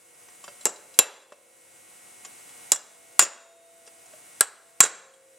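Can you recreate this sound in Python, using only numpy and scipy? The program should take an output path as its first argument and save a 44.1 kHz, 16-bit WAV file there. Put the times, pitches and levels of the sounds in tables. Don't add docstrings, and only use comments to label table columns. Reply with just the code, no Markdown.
import sys
import numpy as np
from scipy import signal
from scipy.fft import rfft, irfft, next_fast_len
from scipy.io import wavfile
from scipy.ndimage import uniform_filter1d

SR = 44100
rng = np.random.default_rng(int(sys.argv[2]) if len(sys.argv) > 2 else 0)


def generate_wav(sig):
    pcm = np.round(np.clip(np.atleast_2d(sig).T, -1, 1) * 32767).astype(np.int16)
    wavfile.write(sys.argv[1], SR, pcm)


N = 237561
T = np.arange(N) / SR

# frequency_hz, relative_db
HISS_MID = [(18, -34), (30, -16), (112, -4), (153, -8), (345, -5.5), (449, -6.5), (615, -3.5), (665, -6.5),
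            (739, -3), (888, -6.5), (1760, -8.5), (2110, -9), (4410, -12), (8490, -1), (16000, -20)]
HISS_SIDE = [(18, -18), (30, -7), (120, -14), (345, -8.5), (404, -9), (720, -9.5), (1070, -11.5),
             (2000, -17.5), (2820, -19.5), (3390, -23.5), (5880, -24), (9190, -3.5), (14700, -25.5),
             (16000, -29.5)]
LAMP_OVERTONES = list(zip([4, 6, 9, 11, 12, 13, 16, 17, 18, 19, 21, 22, 23, 24, 25, 26, 29, 33],
                  [-68, -63.5, -70, -70, -66, -71.5, -61.5, -72, -58.5, -63, -66.5, -67.5, -67.5, -66, -69, -74.5, -70.5, -69]))
STAND_HZ = [337, 451.5, 486.5, 534, 670.5, 3720]
# t60_s, mean_db, swing_db, lobe_count, loudest_seat_deg
STAND_MODES = [(2.9, -77, 2.5, 3, 100), (1.5, -72, 4, 1, 95), (1.8, -63.5, 3, 3, 110),
               (1.9, -75, 19, 2, 159), (1.5, -66.5, 18, 1, 66), (1.1, -82.5, 23, 1, 56)]
STEEL_HZ = [417, 592, 1070, 1355, 1650, 2175, 2655, 2800, 3100, 3360, 3440, 3900, 4950, 5660, 6620, 6942,
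            6995, 7150, 7390, 7550, 7622, 8090, 8317, 8770, 9340, 9960, 10765]
# t60_s, mean_db, swing_db, lobe_count, loudest_seat_deg
STEEL_MODES = [(0.15, -20.5, 5.5, 1, 208), (0.071, -26, 8, 3, 120), (0.13, -11.5, 3, 2, 90),
               (0.11, -13.5, 14, 1, 125), (0.082, -19.5, 16.5, 1, 115), (0.071, -20, 11, 3, 52),
               (0.31, -20, 9, 3, 65), (0.14, -14, 9, 1, 318), (0.3, -25.5, 6.5, 2, 93),
               (0.23, -16, 5.5, 1, 220), (0.14, -26.5, 11, 3, 16), (0.21, -11, 11.5, 1, 252),
               (0.19, -23, 8, 3, 20), (0.35, -15.5, 6.5, 1, 290), (0.037, -5.5, 15.5, 1, 218),
               (0.07, -16.5, 16, 1, 130), (0.18, -3.5, 8, 2, 25), (0.24, -7.5, 17, 1, 284),
               (0.099, -6, 15.5, 2, 133), (0.2, -14, 12.5, 1, 360), (0.15, -5, 12, 2, 173),
               (0.054, -4.5, 16, 1, 91), (0.05, -9, 13.5, 2, 120), (0.14, -14, 8, 1, 500),
               (0.098, -10, 7, 2, 96), (0.06, -19.5, 11.5, 2, 130), (0.089, -23, 7.5, 3, 28)]
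# frequency_hz, side_gain_db
STEEL_WIDTH = [(60, -9.5), (200, -13.5), (500, -19.5), (1200, -15), (2400, -15), (6000, -15.5), (7500, -10),
               (9200, -3.5), (15000, -6.5)]
# low_hz, high_hz
CONTACT_BANDS = [(250, 800), (900, 2300), (2300, 5000), (5000, 9000), (9000, 14000)]
# start_s, strength_db, body_db, low_hz, low_db, high_hz, high_db
TOUCHES = [(0.2841, -37, 1.7, 1920, -8.5, 6220, -7), (0.4395, -27, -1, 1130, -6.5, 7300, -5),
           (0.4781, -31.5, 9, 577, 2.5, 4750, -6.5), (0.6091, -32.5, -10, 4030, -8, 7580, -1.5),
           (0.7587, -30, -25, 3980, -3.5, 7180, -3.2), (0.9394, -32, -12, 4030, -7, 7020, -7.5),
           (1.3204, -26.5, 10.5, 585, 4.5, 7370, -19), (2.2478, -23.5, -6.5, 1113, -13.5, 6590, -10.5),
           (2.4894, -39, -9.5, 2080, -11.5, 7600, -5.5), (3.8642, -30.5, -12, 680, -13.5, 4930, -7.5),
           (3.8746, -30.5, -0.5, 490, -12, 8960, -1), (4.0577, -37.5, -26, 740, -5.5, 7020, -1),
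           (4.134, -41.5, 6.5, 620, 11.5, 8160, -7.5), (5.1362, -35.5, -11.5, 3270, 0, 8360, 8)]
# frequency_hz, t60_s
ROOM_DECAY = [(150, 1), (500, 0.75), (1500, 0.64), (4000, 0.64), (8000, 0.56), (14000, 0.19)]
# frequency_hz, gain_db
ROOM_GAIN = [(150, -17), (500, -10.5), (1500, -14.5), (4000, -12), (8000, -20), (14000, -32)]
# start_s, strength_db, seat_deg,
# thud_db, knock_db, edge_db, ring_db, rattle_db, damping_factor, linger_db, rise_s
BLOWS = [(0.6544, 3.5, 350, -8, -11.5, -6, -21, -13, 3.2, -4.3, 0.00012),
         (0.989, 17.5, 311, -8, -10, 6, -21.5, -20.5, 2.2, 7, 0.0007),
         (2.7186, 8.5, 15, -19, -14.5, -7.5, -16, -14, 3.8, 2.5, 0.00037),
         (3.193, 20, 30.5, -22.5, -8.5, -3.55, -17, -15.5, 2.96, -4, 0.00041),
         (4.4084, 9.5, 106, -16, -8.5, 0.1, -16.5, -18, 2.73, -8, 0.00018),
         (4.804, 20, 158.7, -22, -6.5, 0.25, -15, -17, 2.97, -8.5, 0.00022)]
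# frequency_hz, gain_db
CRACK_TONE = [(120, -10.5), (400, -5.5), (1000, -11.5), (1700, 0.25), (4000, -1.37)]
RATTLE_TONE = [(300, 6.5), (1500, 7), (4000, -0.5), (8000, -2.5), (14000, -11.5)]
BENCH_TONE = [(120, -39), (400, -22.5), (900, -18.5), (1600, -17), (2600, -28.5), (6000, -48.5)]
# start_s, strength_db, knock_db, ring_db
REBOUNDS = [(3.2105, 1.5, -14, -13.5), (3.2232, 4, -18, -5), (3.2506, -1.5, -9, -26),
            (4.8256, 3, -17, -7.5), (4.8347, 6.5, -13, -9.5), (4.8503, 2.3, -3.5, -10)]
# frequency_hz, gain_db
SPATTER_TONE = [(60, -8), (400, 0), (1500, -3), (4000, -10), (7000, -25)]


def undb(db):
    return 10 ** (np.asarray(db) / 20)


def at(table, hz):
    frequencies, values = np.transpose(table)
    return np.interp(np.log(np.maximum(hz, 1)), np.log(frequencies), values)


def fade(t, t60):
    return np.exp(-np.log(1000) * t / t60)


def rise(t, rise_s):
    return 1 - np.exp(-t / rise_s)


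def colour(x, table):
    size = next_fast_len(x.shape[-1] + 2048)
    cepstrum = irfft(at(table, np.arange(1025) * SR / 2048) * np.log(10) / 20)
    cepstrum[1:1024] *= 2
    cepstrum[1025:] = 0
    impulse = irfft(np.exp(rfft(cepstrum)))
    return irfft(rfft(x, size) * rfft(impulse, size), size)[..., :x.shape[-1]]


def waver(rate_hz):
    hold = int(SR / rate_hz)
    steps = np.repeat(rng.standard_normal(N // hold + 1), hold)
    return uniform_filter1d(uniform_filter1d(steps, hold), hold)[:N]


def seated(modes, seat_deg):
    t60, mean_db, swing_db, lobes, loudest_deg = np.transpose(modes)
    return t60, mean_db + swing_db * np.cos(lobes * np.radians(seat_deg - loudest_deg))


def left_right(mid, side):
    return np.array([mid + side, mid - side])


def hiss(mid_db=-45.5, side_db=-46):
    mid = colour(rng.standard_normal(N), HISS_MID)
    side = colour(rng.standard_normal(N), HISS_SIDE)
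    floor = left_right(undb(mid_db) * mid / mid.std(), undb(side_db) * side / side.std())
    return undb(.5 * waver(24)) * floor


def lamp_buzz(buzz_hz=120):
    out = 0
    for multiple, db in LAMP_OVERTONES:
        amplitude = np.sqrt(2) * undb(db + 1.1 * waver(7.6))
        phase = 2 * np.pi * (multiple * buzz_hz * T + rng.random())
        lag = .08 * rng.standard_normal() * np.array([[1], [-1]])
        out = out + amplitude * np.sin(phase + lag)
    return out


def stand_hum(boost_db=11, swell_s=.24, stop_s=.05):
    earlier_blow = (-0.46, 17, 300)
    strikes = [earlier_blow] + [row[:3] for row in BLOWS]
    ends = [row[0] for row in BLOWS] + [T[-1]]
    out = 0
    for (start_s, db, seat_deg), end_s in zip(strikes, ends):
        t60, mode_db = seated(STAND_MODES, seat_deg)
        t = np.maximum(T - start_s, 0)
        envelope = rise(t, swell_s) ** 2 * np.exp(-np.maximum(T - end_s, 0) / stop_s)
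        tones = np.sin(2 * np.pi * (np.outer(STAND_HZ, t) + rng.random((len(t60), 1))))
        out = out + envelope * (undb(db + boost_db + mode_db) @ (tones * fade(t, t60[:, None])))
    return np.sqrt(2) * out


def contact_noise(band_db, envelope):
    spectrum = [(50, band_db[0] - 36.5), (170, band_db[0] - 6.5)]
    for (low, high), db in zip(CONTACT_BANDS, band_db):
        spectrum.append((np.sqrt(low * high), db - 10 * np.log10((high - low) / 4000)))
    spectrum.append((17000, band_db[-1] - 31))
    return colour(rng.standard_normal((2, len(envelope))) * envelope, spectrum)


def ring(t, hz, db, t60, linger_db=0):
    chance = rng.standard_normal((len(hz), 4))
    detuned_hz = hz * (1 + 0.002 * chance[:, 0])
    amplitude = undb(db + 0.26 * chance[:, 1])
    phases = np.exp(2j * chance[:, 2:].T)
    tones = np.exp(2j * np.pi * detuned_hz[:, None] * t)
    tail_db = np.interp(hz, [500, 2500, 6000, 6800, 8500, 9300], [-23, -21, -21.5, -37, -37.5, -25.5])
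    t60 = np.reshape(t60, (-1, 1))
    decay = fade(t, t60) + undb(linger_db + tail_db)[:, None] * fade(t, 2.8 * t60)
    return np.imag(phases @ (tones * decay * amplitude[:, None]))


def touch(t, body_db, low_hz, low_db, high_hz, high_db):
    clink = ring(t, [low_hz, high_hz], [low_db, high_db], t60=.055)
    band_db = [body_db, body_db, -5, 0, -11.5]
    mode_db = np.interp(STEEL_HZ, np.mean(CONTACT_BANDS, axis=1), band_db) - 12.5
    mode_db += 3 * rng.standard_normal(len(STEEL_HZ))
    scrape = contact_noise(band_db, fade(t, t60=0.045))
    steel = ring(t, STEEL_HZ, mode_db, t60=0.25 * np.transpose(STEEL_MODES)[0])
    return (scrape + clink + steel) * rise(t, rise_s=0.0022)


def workshop_echoes(direct):
    t = T[:SR]
    tail = 0
    for hz in 60 * 2 ** np.arange(0, 8.1, .5):
        band = signal.butter(2, [hz / 2 ** .25, hz * 2 ** .25], "band", fs=SR, output="sos")
        noise = signal.sosfilt(band, rng.standard_normal((2, len(t))))
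        tail = tail + undb(at(ROOM_GAIN, hz)) * noise * fade(t, at(ROOM_DECAY, hz))
    tail = tail * rise(t, rise_s=0.0096) / np.sqrt(SR / 20)
    mid, side = signal.fftconvolve(direct.mean(axis=0)[None], tail, axes=1)[:, :N]
    return left_right(mid, colour(side, STEEL_WIDTH))


def impact(t, mode_db, t60, band_db, rattle_db, crack_t60, rattle_t60, linger_db=0):
    grains = undb(3.7 * np.repeat(rng.standard_normal(len(t) // 90 + 1), 90)[:len(t)])
    shaking = uniform_filter1d(grains, size=40) * fade(t, rattle_t60)
    crack = colour(contact_noise(band_db, fade(t, crack_t60)), CRACK_TONE)
    rattle = undb(rattle_db) * colour(contact_noise(band_db, shaking), RATTLE_TONE)
    knocks = undb(rattle_db - 12.5) * shaking * rng.standard_normal(len(t))
    knocks[0] = 1
    steel = signal.fftconvolve(ring(t, STEEL_HZ, mode_db, t60, linger_db), knocks[None], axes=1)
    bench = colour(contact_noise(band_db, rise(t, 0.0015) * fade(t, 0.53)), BENCH_TONE)
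    return crack + rattle + bench + steel[:, :len(t)]


def blow(t, seat_deg, thud_db, knock_db, edge_db, ring_db, rattle_db, damping, linger_db, rise_s):
    t60, mode_db = seated(STEEL_MODES, seat_deg)
    band_db = [thud_db, knock_db, edge_db - 8, 0, edge_db + 2.36]
    hit = impact(t, mode_db + ring_db, t60 / damping, band_db, rattle_db,
                 crack_t60=0.017, rattle_t60=0.15, linger_db=linger_db)
    return hit * rise(t, rise_s)


def rebound(t, start_s, knock_db, ring_db, damping=7.5):
    seat_deg = [row[2] for row in BLOWS if row[0] < start_s][-1]
    t60, mode_db = seated(STEEL_MODES, seat_deg)
    hit = impact(t, mode_db + ring_db, t60 / damping, band_db=[-10, knock_db, -6, 0, -32],
                 rattle_db=-5, crack_t60=0.015, rattle_t60=0.089)
    return hit * rise(t, rise_s=0.00048)


def hammering():
    t = T[:SR // 2]
    events = [(start_s, db, blow(t, *rest)) for start_s, db, *rest in BLOWS]
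    events += [(start_s, db, rebound(t, start_s, *rest)) for start_s, db, *rest in REBOUNDS]
    events += [(start_s, db, touch(t, *rest)) for start_s, db, *rest in TOUCHES]
    out = np.zeros((2, N + SR))
    for start_s, db, (mid, side) in events:
        first = int(start_s * SR)
        out[:, first:first + len(t)] += undb(db) * left_right(mid, colour(side, STEEL_WIDTH))
    return out[:, :N]


def scene():
    steel = hammering()
    return steel + workshop_echoes(steel) + lamp_buzz() + stand_hum() + hiss()


def auto_gain_db(x, start_db=-15, threshold_db=-15, peak_decay_s=0.12):
    share, attack_s, recover_s = np.array([.5, .2]), np.array([.013, .03]), np.array([1.1, .25])
    block = 44
    block_s = block / SR
    peaks = np.abs(x[:, :N // block * block]).max(axis=0).reshape(-1, block).max(axis=1)
    stage_db = start_db * share / share.sum()
    held, gains_db = 0., []
    for peak in peaks:
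        held = max(peak, held * np.exp(-block_s / peak_decay_s))
        aim_db = share * min(0, threshold_db - 20 * np.log10(held + 1e-9))
        stage_db += (aim_db - stage_db) * block_s / np.where(aim_db < stage_db, attack_s, recover_s)
        gains_db.append(stage_db.sum())
    return np.interp(np.arange(N), block * np.arange(1, len(gains_db) + 1), gains_db)


def overload(x, clip_at=.93, spatter_from=.95, spatter_s=.008):
    excess = np.maximum(np.abs(x).max(axis=0) - spatter_from, 0)
    pole = np.exp(-1 / (spatter_s * SR))
    envelope = signal.lfilter([1 - pole], [1, -pole], excess)
    spatter = undb(10) * envelope * colour(rng.standard_normal(N), SPATTER_TONE)
    return np.clip(x, -clip_at, clip_at) + spatter * np.array([[1], [-1]])


def record(dry):
    bass_cut_hz, top_cut_hz = 110, 15900
    x = overload(dry * undb(auto_gain_db(dry)))
    x = signal.sosfilt(signal.butter(2, bass_cut_hz, "high", fs=SR, output="sos"), x)
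    return signal.sosfilt(signal.ellip(8, .2, 70, top_cut_hz, fs=SR, output="sos"), x)


dry = scene()
out = record(dry)
generate_wav(out)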